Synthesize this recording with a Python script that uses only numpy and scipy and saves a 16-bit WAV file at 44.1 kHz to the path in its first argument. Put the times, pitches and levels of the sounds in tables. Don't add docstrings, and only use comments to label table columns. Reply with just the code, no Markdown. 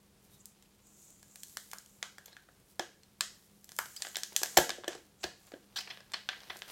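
import sys
import numpy as np
from scipy import signal
from scipy.fft import rfft, irfft
from scipy.io import wavfile
from scipy.ndimage import uniform_filter1d

SR = 44100
rng = np.random.default_rng(int(sys.argv[2]) if len(sys.argv) > 2 else 0)


def to_wav(s):
    ch = np.atleast_2d(s).T
    pcm = np.round(np.clip(ch, -1, 1) * 32767)
    wavfile.write(sys.argv[1], SR, pcm.astype(np.int16))


N = 295911
TIME = np.arange(N) / SR
SIZE = 8192

REGISTER_HZ = [180, 480, 1100, 2300, 5500, 9000, 16000]


def undb(db):
    return 10 ** (np.asarray(db) / 20)


def unit(x):
    return x / np.sqrt(np.mean(x ** 2))


def across(points, size):
    hz, value = np.transpose(points)
    return np.interp(np.log(np.fft.rfftfreq(size, 1 / SR) + 1), np.log(hz), value)


def colour(x, points):
    size = len(x) + len(x) % 2
    cepstrum = irfft(np.log(undb(across(points, size))))
    cepstrum[1:size // 2] *= 2
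    cepstrum[size // 2 + 1:] = 0
    response = np.exp(rfft(cepstrum))
    return irfft(rfft(x, size) * response)[:len(x)]


def walk(rate):
    k = int(SR / rate)
    steps = np.repeat(rng.standard_normal(N // k + 1), k)
    smooth = uniform_filter1d(uniform_filter1d(steps, k), k)
    return 1.28 * smooth[:N]


def add(out, s, pair, ms):
    for lane, x, start in zip(out, pair, (s, s + ms / 2000)):
        i = int(start * SR)
        lane[i:i + len(x)] += x[:N - i]


def background():
    # frequency in Hz, level in dB.
    air_colour = [(15, -40.5), (25, -7), (92, -5), (170, -4.5), (200, -5), (236, -11.5), (373, -10),
                  (503, -13.5), (607, -16.5), (659, -17.5), (775, -17.5), (1700, -23.5), (5280, -25.5),
                  (8360, -26), (16000, -33)]
    air_db, hum_hz, hum_db = -67, 201.7, -73
    air = unit(colour(rng.standard_normal(N), air_colour)) * undb(air_db + 0.69 * walk(19.0))
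    hum = np.sin(2 * np.pi * np.cumsum(hum_hz + walk(8.8)) / SR)
    return air + unit(hum * undb(2.5 * walk(8))) * undb(hum_db)


def room(x, wet_db=-7.5, build_s=0.0039, wall_s=0.014, wall_db=-21):
    # frequency in Hz, level in dB relative to wet_db, time to fall 60 dB in seconds.
    tail_bands = [(120, 1, 0.58), (350, -1.5, 0.49), (800, 1.5, 0.19), (1710, 1.5, 0.34),
                  (3560, -0.5, 0.34), (5770, -0.5, 0.4), (10000, 1.5, 0.31), (15000, -2.5, .22)]
    size = 4 * SIZE
    t = np.arange(size) / SR
    noise, tail = rfft(rng.standard_normal(size)), 0
    band_hz = np.array(tail_bands)[:, 0]
    for own, (_, db, t60) in zip(np.eye(len(tail_bands)), tail_bands):
        band = irfft(noise * across(np.column_stack([band_hz, own]), size))
        build = 1 - np.exp(-(t / build_s) ** 2)
        decay = np.exp(-np.log(1000) * t / t60) * build
        tail = tail + undb(db + wet_db) * band * decay / np.sqrt(np.sum(decay ** 2))
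    tail[int(wall_s * SR)] += undb(wall_db)
    return signal.fftconvolve(x, tail)[:N]


def jolts(thud_t60_s=0.18, rise_s=.003):
    # start in seconds, thud level in dB, hollow ring level in dB.
    jolt_rows = [(2.796, -72, -33.5), (4.574, -35.5, -22), (4.881, -64, -37), (5.243, -48, -41.5)]
    # frequency in Hz, level in dB.
    thud_colour = [(20, -31), (48, -10), (70, -23.5), (115, -8), (170, -0.5), (400, -27.5)]
    hollow_hz, hollow_t60_s = 349.5, 0.13
    bounce_hz, bounce_db, bounce_t60_s = 68, 1, 0.12
    thud_gain, ring = np.zeros((2, N))
    for s, thud_db, ring_db in jolt_rows:
        age = np.maximum(TIME - s, 0)
        rise = 1 - np.exp(-age / rise_s)
        thud_gain += undb(thud_db - 60 * age / thud_t60_s) * rise
        hollow = (hollow_hz, ring_db, hollow_t60_s)
        bounce = (bounce_hz, thud_db + bounce_db, bounce_t60_s)
        for hz, db, t60 in hollow, bounce:
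            ring += undb(db - 60 * age / t60) * rise * np.sin(2 * np.pi * hz * age)
    return thud_gain * unit(colour(rng.standard_normal(N), thud_colour)) + ring


def squeaks(wobble=0.043):
    # start in seconds, duration in seconds, average pitch in Hz, level in dB.
    chirps = [(.31, 0.076, 3800, -70.5), (2.315, 0.037, 4100, -61), (3.965, 0.016, 4900, -44.5),
              (3.975, .025, 5040, -57)]
    out = np.zeros(N)
    waver = 1 + wobble * walk(900)
    for s, length, hz, db in chirps:
        i, n = int(s * SR), int(length * SR)
        swell = np.sqrt(2 * np.hanning(n))
        tone = np.sin(2 * np.pi * np.cumsum(hz * waver[i:i + n]) / SR)
        out[i:i + n] += undb(db) * swell * tone
    return out


def strokes(table, depth_db=13.5):
    power = 0
    for s, rise, fall, db in table:
        away = np.maximum((s - TIME) / rise, (TIME - s) / fall)
        power = power + undb(db - depth_db * np.minimum(away, 10)) ** 2
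    return np.sqrt(power)


def grains(rate, spread_db):
    sizes = undb(spread_db * np.minimum(rng.exponential(size=N), 5))
    return (rng.random(N) < rate / SR) * sizes * rng.choice([-1, 1], N)


def sliding(catch_db=-7, tick_db=-5):
    # peak in seconds, rise in seconds, fall in seconds, peak level in dB.
    glide_rows, pull_rows, rub_rows = [(.41, .02, 0.011, -59.5), (.87, .03, 0.13, -65),
                                       (1.03, 0.16, 0.29, -61.5), (1.43, .2, .17, -60),
                                       (1.9, .05, 0.15, -67.5), (3.8, .07, 0.32, -61),
                                       (4.08, .16, 0.12, -55.5), (4.38, .025, .1, -55.5),
                                       (4.52, 0.13, 0.16, -53), (4.93, .07, .04, -60.5),
                                       (5.215, .018, 0.11, -59), (5.47, .08, 0.14, -69.5)], [(.245, .03, 0.025, -68.5), (.34, 0.045, .04, -63.5),
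                                                       (1.04, 0.2, 0.13, -66), (1.52, 0.25, 0.48, -60.5),
                                                       (1.72, .1, 0.087, -62.5), (2.71, 0.034, 0.034, -64),
                                                       (3.45, 0.42, 0.073, -70), (3.78, 0.065, 0.67, -58),
                                                       (4.15, 0.61, .35, -61.5), (4.52, 0.23, 0.17, -57.5),
                                                       (5.42, 0.078, 0.42, -69.5),
                                                       (5.93, 0.16, 0.24, -69.5), (6.57, 0.374, 0.34, -64),
                                                       (6.705, 0.037, .1, -53)], [(.57, 0.1, 0.13, -71),
                                                                      (2.28, 0.11, 0.21, -67.5),
                                                                      (4.02, 0.12, .16, -61),
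                                                                      (4.36, 0.075, 0.076, -59),
                                                                      (4.54, 0.048, 0.21, -56),
                                                                      (4.93, 0.054, 0.042, -51.5),
                                                                      (5.215, 0.012, 0.16, -63),
                                                                      (5.47, 0.069, 0.15, -68.5),
                                                                      (5.92, 0.3, 0.2, -62),
                                                                      (6.45, 0.21, .3, -58.5),
                                                                      (6.69, 0.048, .1, -54)]
    # frequency in Hz, level in dB.
    edge_colour, fizz_colour, rub_colour = [(3000, -44.5), (4500, -41.5), (5800, -9), (7100, 0.5),
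                                            (8000, -4), (9200, -14.5), (12000, -27.5)], [(150, -26.5), (500, -14), (1700, -8.5), (5000, 2),
                                                          (10000, 4), (13000, 4.5), (16000, -0.5)], [(60, -26), (200, -6), (600, 2),
                                                                        (1800, -1.5), (4200, -0.5),
                                                                        (6000, -4.5), (9000, -29),
                                                                        (16000, -38)]
    cling_db, grip_db = -78, -81
    glide = strokes(glide_rows)
    pull = np.hypot(strokes(pull_rows), undb(cling_db))
    grip = np.hypot(strokes(rub_rows), undb(grip_db))
    fine, medium, coarse = grains(12000, 2.5), grains(6000, 3.2), grains(1800, 3.6)
    catches, lone = grains(110, 2), grains(70, 3)
    bursts_db = 3.5 * walk(130)
    edge_grains = unit(fine) + undb(catch_db) * unit(catches)
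    edge = unit(colour(edge_grains, edge_colour)) * glide * undb(1.1 * walk(34))
    fizz = unit(colour(medium, fizz_colour)) * pull * undb(1.1 * walk(14))
    rub = unit(colour(coarse, rub_colour)) * grip * undb(bursts_db + 0.69 * walk(30))
    ticks = unit(colour(lone, fizz_colour)) * pull * undb(tick_db)
    return edge + fizz + rub + ticks


def pops():
    # start in seconds, peak in dB ahead of the filter below,
    # pitch in Hz, width of the resonance in Hz.
    flips = [(1.571, -28.5, 1800, 646), (1.733, -29, 1300, 1100), (2.0274, -27.5, 1620, 850),
             (2.1831, -42, 1670, 298), (2.3671, -40.5, 1640, 293), (2.7964, -26.5, 800, 330),
             (3.2077, -24.5, 1730, 1010), (3.79, -16.5, 1450, 900), (4.0512, -34, 1710, 500),
             (4.5735, -9.5, 700, 280)]
    out = np.zeros((2, N))
    t = np.arange(SIZE) / SR
    for s, db, hz, width in flips:
        age = t * width * np.pi * np.sqrt(2)
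        swell = age * np.exp(1 - age)
        ring = undb(db) * swell * np.sin(2 * np.pi * (hz * t + rng.random()))
        ring = colour(ring, [(100, -28), (400, -16), (850, 1.5)])
        add(out, s, (ring, ring), 0)
    return out


def registers(db, low_hz, high_hz, law):
    below_db, above_db, tilt_db = law
    edges = np.array(REGISTER_HZ)
    centres = np.sqrt(edges[1:] * edges[:-1])
    octaves_below = np.log2(np.hypot(1, low_hz / centres))
    octaves_above = np.log2(np.hypot(1, (centres / high_hz) ** 2)) / 2
    shape = np.array(tilt_db) - below_db * octaves_below - above_db * octaves_above
    return db + shape - 10 * np.log10(np.sum(undb(shape) ** 2))


def voice(x, register_db, count=3):
    edges = np.array(REGISTER_HZ)
    centres = np.sqrt(edges[1:] * edges[:-1])
    bins = (edges * SIZE / SR).astype(int)
    for _ in range(count):
        energy = np.diff(np.cumsum(np.abs(rfft(x)) ** 2)[bins]) * 2 / SIZE
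        have_db = 10 * np.log10(energy / (.005 * SR))
        x = colour(x, np.column_stack([centres, register_db - have_db]))
    return colour(x, [(30, -35.0), (80, -20.0), (150, -15.0), (235, -6.5), (320, 0), (16000, -1.5)])


def sheet(patch=0.13, patch_s=0.00036):
    # average pitch in Hz, average level in dB relative to the spike, time to fall 60 dB in seconds.
    ring_modes = [(359.2, -51.5, 0.11), (583, -44.5, 0.024), (735, -29, 0.027), (1590, -50, 0.083),
                  (1650, -53, 0.081), (1706, -33.5, 0.017), (1952, -48.5, .1), (3100, -31, 0.0086),
                  (3416, -47.5, 0.035), (4280, -52, 0.087), (5180, -46.5, 0.0066), (7010, -31.5, 0.00055)]
    t = np.arange(SIZE) / SR
    h = signal.unit_impulse(SIZE) + patch * rng.standard_normal(SIZE) * np.exp(-t / patch_s)
    scatter = rng.standard_normal((len(ring_modes), 2))
    for (hz, db, t60), (detune, share) in zip(ring_modes, scatter):
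        h += undb(db + 2 * share - 60 * t / t60) * np.cos(2 * np.pi * hz * (1 + 0.0035 * detune) * t)
    return h


def strike(pulses, register_db, shade, flutter, flutter_s, table_share, table_s=.00085):
    t = np.arange(SIZE) / SR
    spot = colour(sheet(), shade)
    path = flutter * rng.standard_normal(SIZE) * np.exp(-t / flutter_s)
    path[0] += 1
    path[int(SR * table_s * rng.uniform(.85, 1.15))] += table_share
    spread = signal.fftconvolve(pulses, path)[:SIZE]
    near = signal.fftconvolve(spread, spot)[:SIZE]
    return np.array([voice(near, register_db), voice(spot, register_db)])


def rips(jitter=0.2, around_db=1, slowing=0.14, parting_s=.0007):
    # start in seconds, duration in ms, slips per second at the start,
    # level in dB ahead of the bass cut, lowest Hz, highest Hz.
    rip_rows = [(5.231, 5.5, 1000, -40, 700, 8930), (5.238, 4.7, 730, -31, 700, 7500),
                (5.759, 21.2, 915, -29, 1189, 7310), (5.7791, 18.2, 504, -32, 1050, 6600),
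                (5.8, 17, 430, -38, 1070, 8150), (5.873, 6.9, 710, -43.5, 700, 3440),
                (5.901, 13.8, 770, -36, 1390, 3560), (6.136, 10.7, 1150, -28.5, 950, 4500),
                (6.291, 8.2, 980, -35.5, 1920, 2560), (6.328, 9.1, 660, -41.5, 1607, 2140),
                (6.4985, 11, 1010, -34, 785, 3100)]
    # frequency in Hz, level in dB.
    taut_colour = [(1200, -1), (1750, 1.5), (2500, 3), (3400, -2), (4500, 6.5), (5700, 3), (6600, -2)]
    # loss below the lowest Hz and above the highest Hz, both in dB per octave,
    # then a list with the tilt of each register in dB.
    radiation = (15.6, 20.8, [6, -1, -1.5, 4.5, 0.5, 3])
    out = np.zeros((2, N))
    for s, ms, rate, db, low_hz, high_hz in rip_rows:
        slips, done = np.zeros(SIZE), 0
        while done < 1:
            slips[int(done * ms * SR / 1000)] = .5 + np.sin(np.pi * done)
            rate_now = rate * (1 - slowing * done)
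            done += 1000 / (ms * rate_now) * np.exp(jitter * rng.standard_normal())
        fading = signal.lfilter([.25], [1, -np.exp(-1 / (parting_s * SR))], slips)
        parting = fading * rng.standard_normal(SIZE)
        register_db = registers(db, low_hz, high_hz, radiation)
        near, around = strike(slips + parting, register_db, taut_colour,
                              flutter=0.18, flutter_s=0.00044, table_share=0.3)
        add(out, s, (near, around * undb(around_db)), ms)
    return out


def snaps(follow=0.12, per_ms=2.2):
    # start in seconds, duration in ms, level in dB ahead of the bass cut,
    # lowest Hz that its patch radiates, highest Hz that its flip reaches.
    snap_rows = [(.4568, 0.76, -44.5, 5700, 9800), (.625, 1.3, -58.5, 1800, 9050),
                 (.87, 0.5, -60, 3900, 11000), (1.1044, 0.43, -55, 6500, 9400),
                 (1.2293, 0.97, -53, 960, 11100), (1.3582, 0.69, -46.5, 1500, 12000),
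                 (1.4337, 0.6, -40, 2950, 9700), (1.571, 0.91, -34.5, 1590, 9000),
                 (1.715, 0.31, -44.5, 2320, 9900), (1.734, 0.96, -40.5, 885, 13400),
                 (1.7848, 0.23, -43.5, 2600, 9000), (1.861, 1, -55, 3000, 9500),
                 (2.0283, 0.78, -32, 1510, 6430), (2.1828, 2.3, -48.5, 850, 8750),
                 (2.2586, 2.7, -46.5, 2400, 12800), (2.3291, 2.6, -55, 1310, 5030),
                 (2.3672, 1.5, -53, 1300, 5850), (2.4879, 2.4, -56, 1410, 1760),
                 (2.7951, 2.9, -28, 560, 6600), (3.0336, 2.04, -56.5, 3200, 5500),
                 (3.2087, 1.58, -23.5, 2200, 6500), (3.644, 0.84, -50, 3500, 12000),
                 (3.692, 0.32, -48, 1500, 9400), (3.7189, 0.31, -46.5, 1370, 9500),
                 (3.7654, .6, -45.5, 5000, 10000), (3.788, 1.88, -28, 880, 14000),
                 (3.8577, 1.27, -46, 775, 9400), (3.9632, 5.3, -40, 3600, 7540),
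                 (4.0214, 2.4, -30, 2400, 7700), (4.0493, 2, -41.5, 1400, 3500),
                 (4.0691, 1.8, -40, 950, 5800), (4.148, 0.99, -46, 1800, 4000),
                 (4.1569, 0.69, -31, 3420, 4380), (4.1687, 1.5, -30.5, 1182, 9700),
                 (4.1863, 0.98, -43.5, 1200, 7500), (4.2344, 1.3, -30.5, 2730, 6940),
                 (4.323, 3, -50.5, 350, 6000), (4.3637, 1.8, -20.5, 3200, 8000),
                 (4.417, 2.06, -39.5, 323, 9000), (4.433, 1.32, -23.5, 1010, 10700),
                 (4.459, 2.3, -39, 1220, 7050), (4.5707, 2.37, -19.5, 620, 7700),
                 (4.5726, 5.86, -13, 636, 11000), (4.5833, 6.14, -19.5, 375, 4500),
                 (4.6935, 2.22, -30.5, 665, 7600), (4.7043, 1.9, -30, 1700, 4970),
                 (4.781, 6.7, -42.5, 400, 1000), (4.837, 2, -45, 910, 2920), (4.8439, 1.46, -41, 640, 4500),
                 (4.8797, 3.6, -28, 440, 7400), (4.95, 5.1, -42, 200, 8000), (5.2405, 5.2, -31, 480, 5000),
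                 (5.5195, 2, -48, 420, 5070), (5.537, 5.3, -38, 60, 3500), (5.9736, 1.83, -48, 1200, 3700),
                 (6.005, 3.2, -50.5, 850, 4940), (6.119, 2, -48.5, 1000, 8900),
                 (6.136, 1.5, -38.5, 2160, 5700), (6.2896, .8, -28, 2900, 3000),
                 (6.4047, 2, -50.5, 2683, 4426), (6.558, 3.9, -47.5, 833, 1604),
                 (6.5694, 1.2, -47.5, 870, 11000), (6.5904, 1.3, -52, 1900, 8800),
                 (6.6205, 0.58, -38, 2010, 3760)]
    # frequency in Hz, level in dB.
    body_colour = [(250, -2), (360, 2.5), (470, 6.5), (760, -3), (1000, -1), (1280, -3), (1620, 1),
                   (2500, -2), (3200, 1.5), (7500, 6.5), (10000, 0.5), (13000, 3), (16000, -6)]
    # loss below the lowest Hz and above the highest Hz, both in dB per octave,
    # then a list with the tilt of each register in dB.
    radiation = (15.06, 22.3, [8.5, 0.83, -3.5, -2.5, 0, 3.15])
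    out = np.zeros((2, N))
    for s, ms, db, low_hz, high_hz in snap_rows:
        buckles = np.zeros(SIZE)
        count = 1 + int(ms * per_ms)
        moments = (np.arange(count) + rng.random(count)) / count * ms * SR / 1000
        sizes = rng.uniform(0.19, 3.9, count) * rng.choice([-1, 1], count)
        buckles[moments.astype(int)] = follow * sizes
        buckles[0] = 1 / (1 + (ms / 3) ** 2)
        register_db = registers(db, low_hz, high_hz, radiation)
        pair = strike(buckles, register_db, body_colour,
                      flutter=0.12, flutter_s=0.0019, table_share=0.27)
        add(out, s, pair, ms)
    return out


def scene():
    near, around = snaps() + pops() + rips() + sliding() + squeaks()
    return (near + jolts() + room(around) + background())[None]


def record(dry, low_hz=35, top_hz=15900):
    dry = signal.sosfilt(signal.butter(2, low_hz, "high", fs=SR, output="sos"), dry)
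    return signal.sosfilt(signal.ellip(8, .2, 70, top_hz, fs=SR, output="sos"), dry)


dry = scene()
out = record(dry)
to_wav(out)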